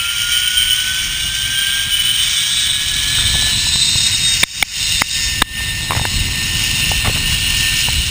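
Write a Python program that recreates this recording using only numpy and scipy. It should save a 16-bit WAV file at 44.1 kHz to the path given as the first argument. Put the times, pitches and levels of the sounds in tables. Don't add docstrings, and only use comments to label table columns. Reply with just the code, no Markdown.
import sys
import numpy as np
from scipy import signal
from scipy.io import wavfile

SR = 44100
rng = np.random.default_rng(int(sys.argv[2]) if len(sys.argv) > 2 else 0)


def invert_db(x):
    u = np.asarray(x, float) / 20
    return 10 ** u


def file_out(sig):
    cols = np.atleast_2d(sig).T
    lim = np.clip(cols, -1, 1)
    pcm = np.round(lim * 32767).astype(np.int16)
    wavfile.write(sys.argv[1], SR, pcm)


N = 357210

# start_s, away (0 facing to 1 away)
TURN_AWAY = [(0, 0.05), (2, 0.057), (2.3, 0.13), (2.8, .1), (3.3, .2), (3.7, 0.69), (5.4, 1), (6, 1),
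             (7, 0.66), (8.1, 0.53)]


def rolling(lay_turns, levels):
    # pitch_hz, width_hz, facing_db, away_db
    frame_modes = [(1499, 374, -4, -4.5), (1854, 240, -4.5, 0.5), (2050, 190, -24.5, 6),
                   (2282, 230, 2, 1.5), (2537, 70, -4.5, 2.5)]
    # pitch_hz, width_hz, facing_db, away_db
    upper_modes = [(3460, 360, 1.5, -8), (3672, 49, -25, 7), (3880, 170, 4, -7), (4170, 340, -5.5, 4)]
    # pitch_hz, width_hz, facing_db, away_db
    hiss_modes = [(4406, 180, -12.5, -11.5), (4650, 200, -7.5, -6.5), (4932, 150, -8, -7),
                  (5290, 430, -3.5, 2.5), (5666, 290, 4.5, -3)]
    frame_db, ring_hz, ring_db, upper_db, hiss_db = levels
    lay_pulse = 1 + 0.05 * np.cos(2 * np.pi * lay_turns)
    load = lay_pulse * invert_db(0.41 * drift(36) + 0.5 * drift(11.3))
    ring_gain = invert_db(ring_db - 2.0 + 0.36 * drift(31))
    out = ring_gain * wavering_line(np.cumsum(ring_hz) / SR, steady=0, blur_hz=192, swell_db=0) * load
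    for modes, level_db in ((frame_modes, frame_db - 0.5), (upper_modes, upper_db + 2.0), (hiss_modes, hiss_db)):
        gain = invert_db(level_db + 0.86 * drift(6))
        out = out + gain * load * resonate(rng.standard_normal(N), modes)
    return out


def singing(whine_hz, strand_hz, levels):
    # start_s, level_db
    whine_knots = [(.05, -29), (.9, -25), (1.1, -34), (1.44, -31), (1.62, -21), (1.85, -29), (2.3, -39),
                   (2.7, -34), (3.5, -26), (3.9, -46), (4.8, -39), (5.2, -30), (5.66, -24), (5.9, -32),
                   (6.66, -30), (7.15, -34), (7.7, -25), (7.85, -38)]
    strong_multiples = [22, 24, 25, 27, 28]
    strong_rest_db = [-40, -34, -32, -36, -42]
    # centre_s, length_s, change_db
    strong_flares = [
        [(.05, .12, 11), (1.4, .35, 12), (2.07, .3, 20), (2.5, .12, 13), (3.2, .3, 14), (4.3, .1, 9),
         (7.45, .25, 8)],
        [(.68, .15, 12), (1.65, .15, 12), (2.6, .35, 7), (4.1, .3, -8), (5.1, .35, 9), (6.9, .4, 5)],
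        [(.55, .3, 13), (2.55, .3, 8), (3.28, .15, 10), (4.0, .42, 16.5), (4.55, .1, 9), (4.95, .2, 8),
         (7.0, .25, -5)],
        [(1.1, .3, 11), (2.6, .27, 15), (3.65, .45, 16), (4.9, .12, 9), (6.2, .25, 7), (7.4, .7, 4)],
        [(2.5, .12, 14), (3.5, .75, 14), (6.1, .1, 8), (7.5, .75, 11)],
    ]
    weak_multiples = [21, 23, 26]
    weak_below_db = [-7, -8, -3]
    _, ring_hz, ring_db, upper_db, _ = levels
    whine_db, = joined([whine_knots])
    strong_db = [rest_db + swells(rows) for rest_db, rows in zip(strong_rest_db, strong_flares)]
    slipping_hz = strand_hz * (1 + 0.0025 * drift(2.5))
    lay_turns = np.cumsum(slipping_hz) / SR
    out = invert_db(whine_db) * wavering_line(np.cumsum(whine_hz) / SR, steady=0.8, blur_hz=7, swell_db=0)
    for multiple, level_db in zip(strong_multiples, strong_db):
        out = out + invert_db(level_db) * wavering_line(multiple * lay_turns, steady=0.5, blur_hz=23, swell_db=1.5)
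    for multiple, below_db in zip(weak_multiples, weak_below_db):
        line_hz = multiple * strand_hz
        near = invert_db(ring_db) / (1 + ((line_hz - ring_hz) / 170) ** 2)
        near = near + invert_db(upper_db + 0.5) / (1 + ((line_hz - 3650) / 220) ** 2)
        line = wavering_line(multiple * lay_turns, steady=0.48, blur_hz=23, swell_db=2)
        out = out + near * invert_db(below_db) * line
    return out


def roll_levels(whine_hz):
    # start_s, load_db, grit_db (at the port)
    load_knots = [(0, -20.5, -25), (.6, -17.5, -22.5), (1.24, -23, -24), (1.72, -19, -23.5),
                  (2, -21.5, -25), (2.3, -18, -18.5), (2.7, -22, -23), (3.25, -19, -22.5), (3.8, -24, -19),
                  (4.5, -21, -15.5), (5, -19.5, -19), (5.25, -23, -18), (5.45, -22, -28), (5.95, -24, -27),
                  (6.7, -16.5, -21), (7.12, -17.5, -25), (7.61, -15.5, -21), (8.1, -18.5, -23)]
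    # centre_s, length_s, change_db
    hand_shade = [
        (4.45, .3, -10),
        (5.3, .15, -4),
        (8.1, .2, 3),
    ]
    ring_facing_hz, ring_away_hz = 3075, 2825
    frame_facing_db, frame_away_db = -26, -28.5
    rest_db, peak_db = -31, 8
    best_hz, rise_hz, fall_hz = 1760, 130, 35
    load_db, grit_db = joined([load_knots])
    load_change_db, grit_change_db = load_db - load_db.mean(), grit_db - grit_db.mean()
    away = np.clip(joined([TURN_AWAY])[0], 0, 1)
    turned = 0.5 + 0.5 * np.tanh((away - 0.45) / 0.12)
    ring_hz = ring_facing_hz + (ring_away_hz - ring_facing_hz) * turned + 12 * drift(2.5)
    frame_db = frame_facing_db + (frame_away_db - frame_facing_db) * turned
    frame_db = frame_db + 0.25 * load_change_db + 0.35 * grit_change_db
    detune = (whine_hz - best_hz) / np.where(whine_hz < best_hz, rise_hz, fall_hz)
    upper_db = rest_db + peak_db * np.exp(-detune ** 2) + 0.3 * grit_change_db + swells(hand_shade)
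    return frame_db, ring_hz, load_db, upper_db, grit_db


def handling():
    # start_s, peak_db, pitch_hz, t60_s, rattle (0-1)
    snaps = [(4.4322, 6, 2300, 0.022, 0.5), (4.4353, 22, 3670, 0.01, 0.11),
             (4.4374, 9.5, 2140, 0.014, 0.36), (4.4317, -20, 1490, 0.0098, 0.1),
             (4.6259, 15.5, 3620, 0.0062, 0.05), (4.6267, 17, 2260, 0.012, 0.16),
             (4.6268, 5, 780, 0.013, 0.1), (5.0189, 10.5, 2180, 0.011, 0.32), (5.0189, -2, 900, 0.012, 0.9),
             (5.0192, 8, 1500, .009, .5), (5.0187, -10, 262, 0.027, 0.5), (4.629, -4, 220, 0.023, 0.16),
             (5.4225, 4.5, 292, 0.011, 0.2), (5.4206, 17.5, 3720, 0.009, .12),
             (5.4193, 6, 1940, 0.0083, 0.58), (5.4222, 8, 1095, 0.01, 0.34), (5.4229, 8, 2350, 0.018, 0.7)]
    # start_s, peak_db, pitch_hz, overtone_db
    knocks = [(3.186, -17, 1500, -17), (3.343, -23, 880, -26), (3.354, -21, 740, -30),
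              (3.424, -23, 730, -35), (3.471, -27, 735, -30), (3.501, -40, 1100, -23),
              (3.668, -26, 942, -30), (3.758, -22, 1040, -25), (3.958, -25, 940, -35),
              (4.087, -35, 1390, -27), (5.605, -29, 970, -20), (5.908, -7, 1100, -7.5),
              (5.92, -9.5, 1080, -15), (5.932, -16, 1130, -10), (5.951, -15, 966, -11),
              (5.965, -17, 930, -21), (5.996, -14, 925, -15), (6.016, -19, 920, -34),
              (6.041, -32, 484, -25), (6.053, -12, 990, -5), (6.916, -11, 850, -25), (7.051, -25, 570, -17),
              (7.059, -16, 1120, -13), (7.074, -24, 1140, -7), (7.083, -33, 624, -20),
              (7.097, -15.5, 514, -23), (7.16, -34, 923, -19), (7.886, -13.5, 980, -14)]
    # start_s, peak_db
    thumps = [(3.351, -11.5), (3.755, -9.5), (3.955, -7.5), (5.901, -9), (5.913, -12), (5.96, -10),
              (5.97, -5), (6.013, -7.5), (7.08, 0), (7.157, -15.5), (7.883, -8.5)]
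    out = np.zeros(N)
    for start_s, peak_db, pitch_hz, t60_s, rattle in snaps:
        strike(out, start_s, peak_db, pitch_hz, t60_s, rattle)
    for start_s, peak_db, pitch_hz, overtone_db in knocks:
        strike(out, start_s, peak_db + 4.5, pitch_hz, t60_s=0.015, rattle=0.35)
        strike(out, start_s, overtone_db + 2.5, 1.9 * pitch_hz, t60_s=0.01, rattle=0.5)
    for start_s, peak_db in thumps:
        strike(out, start_s, peak_db, 110, t60_s=0.04, rattle=0)
    return out


def rubbing():
    # start_s, length_s, level_db
    rubs = [
        (3.2, .22, -42),
        (3.423, 0.06, -38),
        (5.89, 0.02, -34),
        (5.953, 0.03, -27),
        (7.042, 0.056, -22),
        (7.154, 0.028, -30),
    ]
    t = np.arange(N) / SR
    strokes = 0
    for start_s, length_s, level_db in rubs:
        edge_s = np.minimum(t - start_s, start_s + length_s - t)
        strokes = strokes + invert_db(level_db) * np.clip(edge_s / 0.004, 0, 1)
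    grains = rng.standard_normal(N) * invert_db(5.0 * drift(150))
    skin = signal.butter(2, [450, 2400], "band", fs=SR, output="sos")
    return strokes * rms_one(signal.sosfilt(skin, grains))


def wind():
    # start_s, level_db
    wind_knots = [(0, -41), (.3, -41), (.7, -40), (1.1, -34.5), (1.66, -37), (2.2, -36.5), (2.5, -39),
                  (3.1, -31), (3.5, -29), (4.25, -33), (4.7, -33), (5.1, -37), (5.35, -31), (5.75, -30),
                  (6.6, -24.5), (7.3, -24.5), (7.7, -29), (8.1, -35)]
    # centre_s, length_s, change_db
    gusts = [(.3, .1, 5), (.66, .1, 6), (1.19, .2, 2), (2.44, .1, -8), (3.3, .15, 9), (3.9, .2, -3),
             (4.97, .1, 5), (5.35, .2, 5), (6.22, .12, 8), (6.37, .04, -10), (6.7, .25, -4),
             (8.02, .15, 13)]
    # pitch_hz, width_hz, facing_db, away_db
    cavity_modes = [(693, 76, -6, -9), (973, 410, 0, 6.5), (460, 900, -7, 1.5), (1190, 230, 0.5, -22)]
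    buffet_db, = joined([wind_knots])
    strength_db = buffet_db + 33
    rumble_db = -30.5 + 0.9 * strength_db + swells(gusts)
    rush_db = -43 + 0.5 * strength_db
    white = rng.standard_normal((3, N + SR))
    rumble_band = signal.butter(2, [24, 80], "band", fs=SR, output="sos")
    buffet_band = signal.butter(1, [80, 150], "band", fs=SR, output="sos")
    buffet_top = signal.butter(2, 240, fs=SR, output="sos")
    rumble = signal.sosfilt(rumble_band, white[0])[SR:]
    buffet = signal.sosfilt(buffet_top, signal.sosfilt(buffet_band, white[1]))[SR:]
    buffet = buffet * invert_db(1.73 * drift(11.3))
    rush = resonate(white[2, SR:], cavity_modes) * invert_db(1.1 * drift(23))
    return invert_db(rumble_db) * rms_one(rumble) + invert_db(buffet_db) * rms_one(buffet) + invert_db(rush_db) * rush


def resonate(x, modes):
    away = np.clip(joined([TURN_AWAY])[0], 0, 1)
    out, power = 0, 0
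    for k, (pitch_hz, width_hz, facing_db, away_db) in enumerate(modes):
        r = np.exp(-np.pi * width_hz / SR)
        b, a = [1, 0, -0.987], [1, -2 * r * np.cos(2 * np.pi * pitch_hz / SR), r * r]
        gain = invert_db(facing_db + away * (away_db - facing_db))
        shifted = np.roll(x, 7919 * k)
        ring = signal.lfilter(b, a, signal.lfilter(b, a, shifted))
        out = out + gain * rms_one(ring)
        power = power + gain ** 2
    return out / np.sqrt(power)


def wavering_line(turns, steady, blur_hz, swell_db):
    blur = drift(blur_hz) + 1j * drift(blur_hz)
    shape = steady + (1 - steady) * blur
    tone = np.real(shape * np.exp(2j * np.pi * turns))
    return rms_one(tone * invert_db(swell_db * drift(6)))


def strike(out, start_s, peak_db, pitch_hz, t60_s, rattle):
    t = np.arange(int(0.04 * SR)) / SR
    stumble = rattle * pitch_hz / 5000 * np.cumsum(rng.standard_normal(len(t)))
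    at = round(start_s * SR)
    out[at:at + len(t)] -= invert_db(peak_db - 60 * t / t60_s) * np.sin(2 * np.pi * pitch_hz * t + stumble)


def swells(rows):
    t = np.arange(N) / SR
    return sum(db * np.exp(-((t - centre_s) / length_s) ** 4) for centre_s, length_s, db in rows)


def drift(rate_hz):
    r = np.exp(-2 * np.pi * rate_hz / SR)
    return rms_one(signal.lfilter([1], [1, -2 * r, r * r], rng.standard_normal(N + SR))[SR:])


def joined(spans):
    knots_s, *columns = np.transpose(np.vstack(spans))
    return [np.interp(np.arange(N) / SR, knots_s, column) for column in columns]


def rms_one(x):
    return x / np.sqrt(np.mean(np.abs(x) ** 2) + 1e-20)


def scene():
    # start_s, whine_hz (bearing)
    speed_knots = [(0.0, 1383), (0.54, 1468), (0.81, 1496), (1.35, 1562), (1.89, 1601), (2.16, 1627),
                   (2.43, 1660), (2.7, 1682), (3.51, 1737), (4.05, 1768), (4.59, 1778), (5.13, 1804),
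                   (5.67, 1813), (7.29, 1813), (7.56, 1805), (8.1, 1801)]
    whine_hz, = joined([speed_knots])
    strand_hz = whine_hz / 11.862
    levels = roll_levels(whine_hz)
    trolley = rolling(np.cumsum(strand_hz) / SR, levels) + singing(whine_hz, strand_hz, levels)
    return (trolley + wind() + handling() + rubbing())[None]


def roll_off(x):
    return signal.sosfilt(signal.butter(12, 16110, fs=SR, output="sos"), x)


def record(dry):
    held_hz, cut_hz = 12000, 15380
    release_db_per_s, lag_s, delay_s = 95, 0.0012, 0.003
    t = np.arange(N) / SR
    over_db = np.maximum(20 * np.log10(np.abs(dry[0]) + 1e-9) - 1.5, 0)
    duck_db = np.maximum.accumulate(over_db + release_db_per_s * t) - release_db_per_s * t
    lag = np.exp(-1 / (lag_s * SR))
    smooth_db = signal.lfilter([1 - lag], [1, -lag], duck_db)
    late_db = np.interp(t - delay_s, t, smooth_db)
    x = np.clip(dry[0] * invert_db(-late_db), -1.5, 1.1)
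    x = signal.sosfilt(signal.butter(1, 25, "high", fs=SR, output="sos"), x)
    x = signal.sosfiltfilt(signal.butter(8, 5830, fs=SR, output="sos"), x)
    coarse = np.clip(signal.resample(x, N * held_hz // SR), -0.95, 0.95)
    held = np.roll(np.repeat(coarse, 4), -2)
    held = signal.resample(held, N)
    held = signal.sosfiltfilt(signal.ellip(12, 0.3, 40, cut_hz - 80, fs=SR, output="sos"), held)
    return roll_off(np.clip(held, -1, 1)[None])


dry = scene()
out = record(dry)
file_out(out)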